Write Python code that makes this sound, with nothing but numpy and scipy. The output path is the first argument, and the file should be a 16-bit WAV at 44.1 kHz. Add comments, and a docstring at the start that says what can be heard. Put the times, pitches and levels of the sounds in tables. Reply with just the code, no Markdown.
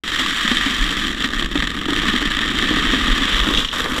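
"""Sled on rough ice

A plastic sled runs down an icy street, heard from on board. Stick-slip friction of ice grains and the
impacts of lumps excite the resonances of its hard shell, the hull drums over ridges, and wind buffets the
microphone. Near the end the sled slews: its edge rasps, and a softer, broadband skid takes over."""
import sys
import numpy as np
from scipy import signal
from scipy.fft import rfft, irfft, next_fast_len
from scipy.io import wavfile
from scipy.ndimage import uniform_filter1d

SR = 44100
rng = np.random.default_rng(int(sys.argv[2]) if len(sys.argv) > 2 else 0)


def store_pcm(level_fs):
    """Save levels as 16-bit WAV."""
    pcm = np.round(np.clip(level_fs, -1, 1) * 32767).astype(np.int16)
    wavfile.write(sys.argv[1], SR, np.atleast_2d(pcm).T)


N = 176400
TIME = np.arange(N) / SR
START_S, ATTACK_S = 0.036, 0.0015


# how hard the hull grinds on the ice: t/s, level/dB
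GRINDING = [(0.05,-25), (0.16,-20.5), (0.48,-19), (0.85,-20), (1.08,-22), (1.15,-27), (1.23,-21.5),
            (1.31,-27), (1.41,-21.5), (1.48,-29), (1.58,-26), (1.87,-26.5), (1.95,-20.5), (2.08,-19.5),
            (2.2,-20.5), (2.56,-20.5), (2.62,-18.5), (3.36,-18.5), (3.45,-24), (3.61,-23), (3.66,-30.5),
            (3.715,-36), (3.728,-26), (3.79,-20.5), (3.88,-27), (4.0,-22.5)]
# steady sliding relative to the catching of grains: t/s, level/dB
SLIDING = [(0.4,-3), (0.8,-3), (1.3,-10.5), (2.5,-7.5), (2.75,-2), (4.0,-5)]
def friction(build_s=0.00059, release_s=0.0026):
    """Stick-slip friction: grains catch, load up and crumble, sharing a steady weight between them."""
    rate = 420 * rms_one(level(GRINDING)) ** 1.6   # lighter grinding means fewer catches
    catches = grains(rate, spread_db=3) ** 2 + 1e-12
    power = signal.lfilter([1], [1, -np.exp(-2 / (release_s * SR))], catches)
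    power = signal.lfilter([1], [1, -np.exp(-2 / (build_s * SR))], power[::-1])[::-1]
    force = np.sqrt(power / power.mean() + level(SLIDING) ** 2)
    return rms_one(evened(force, seconds=0.078))


# gain of the scrape's treble: t/s, level/dB
TREBLE_GAIN = [(0.1,3.5), (0.5,2), (1.1,2.5), (2.7,-1), (3.3,0), (3.68,8.5), (3.78,4)]
def scrape(force, crossover_hz=2340, grit_hz=4420, treble_hz=4300):
    """Friction noise: the contact force modulates coarse crunch, fine scrape and clicking grit."""
    clicks = grains(per_s=1700, spread_db=0.5) * rng.choice([-1, 1], N)
    grit = force * rms_one(signal.sosfilt(butter(2, grit_hz, "high"), clicks))
    coarse_force = np.sqrt((friction() ** 2 + force ** 2) / 2)   # the crunch half catches on its own
    coarse = signal.sosfilt(butter(2, crossover_hz, "low"), coarse_force * noise())
    fine = signal.sosfilt(butter(2, crossover_hz, "high"), force * noise())
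    load = level(GRINDING) * relief(LUMP_HITS, seconds=0.0097)
    rubbing = load * (from_db(-1) * (coarse + fine) + from_db(-11.5) * grit)
    treble = signal.sosfiltfilt(butter(3, treble_hz, "high"), rubbing)
    return rubbing + (level(TREBLE_GAIN) - 1) * treble


# hard lumps that crack against the shell: t/s, level/dB
LUMP_HITS = [(0.078,-1), (0.119,-2.5), (0.16,0.5), (0.189,-4), (0.262,0.5), (0.478,2), (0.57,3.5),
             (0.611,0.5), (1.243,0.5), (1.335,-3.5), (1.345,-3.5), (1.425,-1.5), (1.576,-2), (1.603,-1.5),
             (1.624,-2.5), (1.641,-4.5), (1.673,1), (1.856,-5.5), (1.933,-1), (2.162,1), (2.39,-0.5),
             (2.588,3.5), (3.401,2)]
def lumps():
    """Impact excitation: a brief contact has a broad spectrum."""
    return from_db(-9) * bursts(LUMP_HITS, decay_s=0.0036) * noise()


# broad response of the shell: f/Hz, level/dB
SHELL_SPECTRUM = [(100, -37), (400, -19.5), (720, -24), (1000, -24), (2600, -7), (4200, -19.5),
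                  (5200, -22.5), (9000, -33.5), (11300, -36), (15500, -39.5)]
# resonances: f/Hz, width/Hz, level/dB
SHELL_MODES = [(1218, 150, -1), (1640, 490, -5.5), (1833, 267, 1.5), (2150, 190, -13.5), (3170, 286, -0.5),
               (3526, 545, -3), (4920, 210, -21), (5610, 360, -18), (6860, 154, -18), (7600, 800, -21.5),
               (10030, 280, -29.5)]
# anti-resonances: f/Hz, width/Hz, fraction removed
SHELL_NOTCHES = [(2448, 34, 1), (5070, 77, 0.9)]
def shell(excitation):
    """Modal response: the shell radiates strongly at its resonances, weakly at its anti-resonances."""
    sound = colour(excitation, SHELL_SPECTRUM, SHELL_MODES)
    for hz, width, fraction in SHELL_NOTCHES:
        sound = sound - fraction * signal.lfilter(*signal.iirpeak(hz, hz / width, fs=SR), sound)
    return sound


# unevenness of the ice, as strength of drumming: t/s, level/dB
UNEVENNESS = [(0.05,-34.5), (0.25,-30.5), (0.41,-36), (0.5,-30), (1.0,-29), (1.8,-29.5), (1.95,-24.5),
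              (2.35,-28.5), (2.75,-24), (3.15,-24.5), (3.33,-29.5), (3.58,-24), (3.7,-41.5), (3.77,-31.5),
              (3.94,-28)]
# response of the hull: f/Hz, level/dB
HULL_SPECTRUM = [(40, 3), (110, -11.5), (160, -6), (230, 0.5), (300, 0.5), (390, -10.5), (650, -23.5),
                 (1200, -28), (4000, -97)]
def hull(force):
    """Forced vibration: the contact force on uneven ice makes the hull drum."""
    load = from_db(2) * level(UNEVENNESS) * relief(RIDGE_HITS, seconds=0.022)
    return colour(load * rms_one(force ** 0.98) * noise(), HULL_SPECTRUM)


# ridges under the hull: t/s, level/dB, ring f/Hz, rattle relative to thump/dB
RIDGE_HITS = [(0.193,-19,257,4.5), (0.449,-17,230,-19), (0.514,-13.5,244,-4), (0.662,-15.5,280,-5),
              (0.897,-21,284,-11), (1.242,-16,241,-1), (1.422,-20.5,333,-9), (1.555,-13,292,-7),
              (1.624,-17.5,177,-4.5), (1.884,-11,302,-11.5), (1.922,-14,283,-10), (2.036,-15,300,-14),
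              (2.083,-16,211,-1), (2.138,-15,244,-25), (2.217,-15,299,-19), (2.629,-16,260,-10),
              (2.709,-11.5,304,-17), (2.77,-15.5,277,-7), (2.934,-11,265,-6.5), (3.08,-15.5,264,-8),
              (3.468,-19.5,300,-1.5), (3.508,-14.5,283,-9)]
# thump of a ridge: f/Hz, level/dB
THUMP_SPECTRUM = [(40, -3.5), (130, -8.5), (290, 1.5), (430, -6.5), (700, -14.5), (1100, -13.5),
                  (3000, -55)]
def ridge_thumps(rise_s=0.003, ring_s=0.014):
    """Damped free vibration: each ridge gives the hull a dull thump and a short hollow ring."""
    thud = evened(colour(noise(), THUMP_SPECTRUM), seconds=0.016)
    thumps = from_db(-6.5) * bursts(RIDGE_HITS, decay_s=0.013) * thud
    tones = [(s, db + 1.5, hz) for s, db, hz, _ in RIDGE_HITS]
    rings = swings(tones, lambda age: np.clip(age / rise_s, 0, 1) * np.exp(-np.abs(age) / ring_s))
    return thumps + rings


def ridge_rattle():
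    """Impact excitation: each ridge also drives the shell with a burst of noise."""
    blows = [(s, db + rattle_db) for s, db, _, rattle_db in RIDGE_HITS]
    return from_db(3.5) * bursts(blows, decay_s=0.013) * noise()


# the edge digs in as the sled turns: t/s, level/dB
EDGE_LOAD = [(1.9,-58), (2.9,-46), (3.35,-23), (3.46,-26), (3.6,-19.5), (3.67,-32.5), (3.70,-43), (4.0,-34)]
# it bites and lets go: t/s, level/dB
EDGE_BITES = [(3.574,-8.5), (3.649,-13), (3.686,-11.5), (3.715,-15.5)]
# its rasp: f/Hz, level/dB
EDGE_SPECTRUM = [(900, -40), (2400, -13.5), (3000, -0.5), (3400, 3.5), (3850, -3), (4300, -25), (6000, -20),
                 (15000, -81)]
def edge(force):
    """Stick-slip at the hull's edge: a rasp in the turn, with a few hard bites."""
    grip = level(EDGE_LOAD) * force + bursts(EDGE_BITES, decay_s=0.0046)
    return colour(grip * noise(), EDGE_SPECTRUM)


# sideways skid: t/s, level/dB
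SIDESLIP = [(0,-56), (3.0,-46), (3.5,-30.5), (3.62,-34), (3.67,-45), (3.717,-44), (3.73,-33.5), (4.0,-31.5)]
# its hiss: f/Hz, level/dB
SKID_SPECTRUM = [(150, -13.5), (480, 11.5), (740, -1.5), (1100, 14.5), (2200, 2), (4500, -15.5),
                 (8000, -20), (12000, -17), (16000, -37)]
def skid(force):
    """Sliding friction: moving sideways, the hull makes a broad, grainy hiss."""
    return colour(from_db(5) * level(SIDESLIP) * force * noise(), SKID_SPECTRUM)


# the hull comes down flat in the skid: t/s, level/dB
LANDING = [(3.86, -15.5)]
# its knock: f/Hz, level/dB
KNOCK_SPECTRUM = [(150, -16), (450, 5.5), (1000, -4), (1800, -3.5), (2500, -7), (6000, -40)]
def knock():
    """Heavily damped impact: the landing hull gives one hollow knock."""
    return colour(bursts(LANDING, decay_s=0.0057) * noise(), KNOCK_SPECTRUM)


# puffs of ice spray: t/s, level/dB
PUFFS = [(3.778,-38), (3.896,-38.5), (3.98,-33)]
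# their hiss: f/Hz, level/dB
SPRAY_SPECTRUM = [(2000, -14), (6500, 4), (12500, -3), (16000, -18.5)]
def spray():
    """Incoherent sum: the many particles in a puff of ice merge into a high hiss."""
    return colour(bursts(PUFFS, decay_s=0.023) * noise(), SPRAY_SPECTRUM)


# wind on the microphone: t/s, level/dB
WIND_GUSTS = [(0.05,-44), (0.6,-32), (1.15,-37), (1.55,-19), (1.78,-27), (2.5,-29), (3.3,-26), (3.75,-26.5),
              (4.0,-25.5)]
# single buffets of wind and jolts of the ride: t/s, level/dB
WIND_BUFFETS = [(0.56,-23), (0.82,-11.5), (0.88,-20), (1.37,-18), (1.451,-22), (1.59,-20), (2.28,-23),
                (2.89,-16), (2.98,-18), (3.116,-8), (3.22,-18), (3.351,-14.5), (3.42,-15), (3.569,-17),
                (3.645,-20)]
# rumble: f/Hz, level/dB
WIND_SPECTRUM = [(8, -6), (22, -1), (32, -2), (48, -2), (100, -19), (250, -14), (1500, -70)]
def wind(centre_hz=29.6, buffet_s=0.022):
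    """Turbulent pressure: a rumble follows the gusts, and buffets swell and die in a few swings."""
    s, db = np.transpose(WIND_BUFFETS)
    hz = centre_hz * np.exp(0.39 * rng.uniform(-0.93, 1, len(s)))
    buffets = swings(zip(s, db, hz), lambda age: np.exp(-(age / buffet_s) ** 2))
    rumble = evened(colour(noise(), WIND_SPECTRUM), seconds=0.18)
    return buffets + from_db(-8.5) * level(WIND_GUSTS) * rumble


def relief(hits, seconds, dip_db=2):
    """Load sharing: the gain dips around each obstacle while it carries part of the weight."""
    nearness = [np.exp(-((TIME - s) / seconds) ** 2) for s, *_ in hits]
    return from_db(-dip_db * np.max(nearness, axis=0))


def grains(per_s, spread_db):
    """Poisson process: clicks of random size at random moments."""
    return (rng.random(N) < per_s / SR) * from_db(spread_db * np.minimum(rng.exponential(1, N), 3.5))


def bursts(hits, decay_s):
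    """Power summation: the envelope of (t/s, level/dB) blows that rise fast and decay exponentially."""
    power = np.zeros(N)
    for s, db, *_ in hits:
        age = np.maximum(TIME - s + ATTACK_S, 0)
        power += (from_db(db) * np.minimum(age / ATTACK_S, 1) * np.exp(-age / decay_s)) ** 2
    return np.sqrt(power)


def swings(rows, envelope):
    """Superposition of sines from (t/s, level/dB, f/Hz) rows, each shaped by envelope(age)."""
    return sum(from_db(db) * envelope(TIME - s) * np.sin(2 * np.pi * hz * (TIME - s))
               for s, db, hz in rows)


def colour(x, spectrum, resonances=()):
    """Minimum-phase filter of unit power gain: a broad spectral density plus resonance peaks."""
    size = next_fast_len(N + 8192)
    size += size % 2
    hz = np.maximum(np.arange(size // 2 + 1) * SR / size, 1)
    point_hz, db = np.transpose(spectrum)
    power = from_db(np.interp(np.log(hz), np.log(point_hz), db)) ** 2
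    for centre, width, peak_db in resonances:
        power += from_db(peak_db) ** 2 / (1 + 2 * ((hz - centre) / width) ** 2) ** 2
    cepstrum = irfft(np.log(power / power.mean()) / 2)
    cepstrum[1:size // 2] *= 2   # folding onto positive time makes the filter causal
    cepstrum[size // 2 + 1:] = 0
    return irfft(rfft(x, size) * np.exp(rfft(cepstrum)))[:N]


def butter(order, hz, kind):
    """Maximally flat filter, as second-order sections."""
    return signal.butter(order, hz, kind, fs=SR, output="sos")


def evened(x, seconds):
    """Running normalisation: holds the rms near 1 over the given stretch."""
    return x / np.sqrt(uniform_filter1d(x ** 2, int(seconds * SR)) + 1e-9)


def rms_one(x):
    """Normalisation to rms 1."""
    return x / np.sqrt(np.mean(x ** 2) + 1e-20)


def level(rows):
    """Gain interpolated between (t/s, level/dB) points."""
    return from_db(np.interp(TIME, *np.transpose(rows)))


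def from_db(db):
    """Amplitude ratio of a level."""
    return 10 ** (np.asarray(db) / 20)


def noise():
    """White noise."""
    return rng.standard_normal(N)


def scene():
    """Superposition: the sled's sounds and the wind add over a faint noise floor."""
    force = friction()
    ride = shell(scrape(force) + ridge_rattle() + lumps()) + hull(force) + ridge_thumps()
    turn = edge(force) + skid(force) + knock() + spray()
    onset = np.clip((TIME - START_S) / ATTACK_S, 0, 1)
    sound = (ride + turn + wind()) * onset
    floor = from_db(-87) * colour(noise(), WIND_SPECTRUM)
    return (sound + floor)[None]


def record(dry):
    """Soft saturation rounds the peaks, and a steep low-pass limits the bandwidth."""
    ceiling, cutoff_hz = 1.1, 15500
    low_pass = signal.ellip(12, 0.1, 90, cutoff_hz, fs=SR, output="sos")
    return signal.sosfilt(low_pass, ceiling * np.tanh(dry / ceiling))


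dry = scene()
out = record(dry)
store_pcm(out)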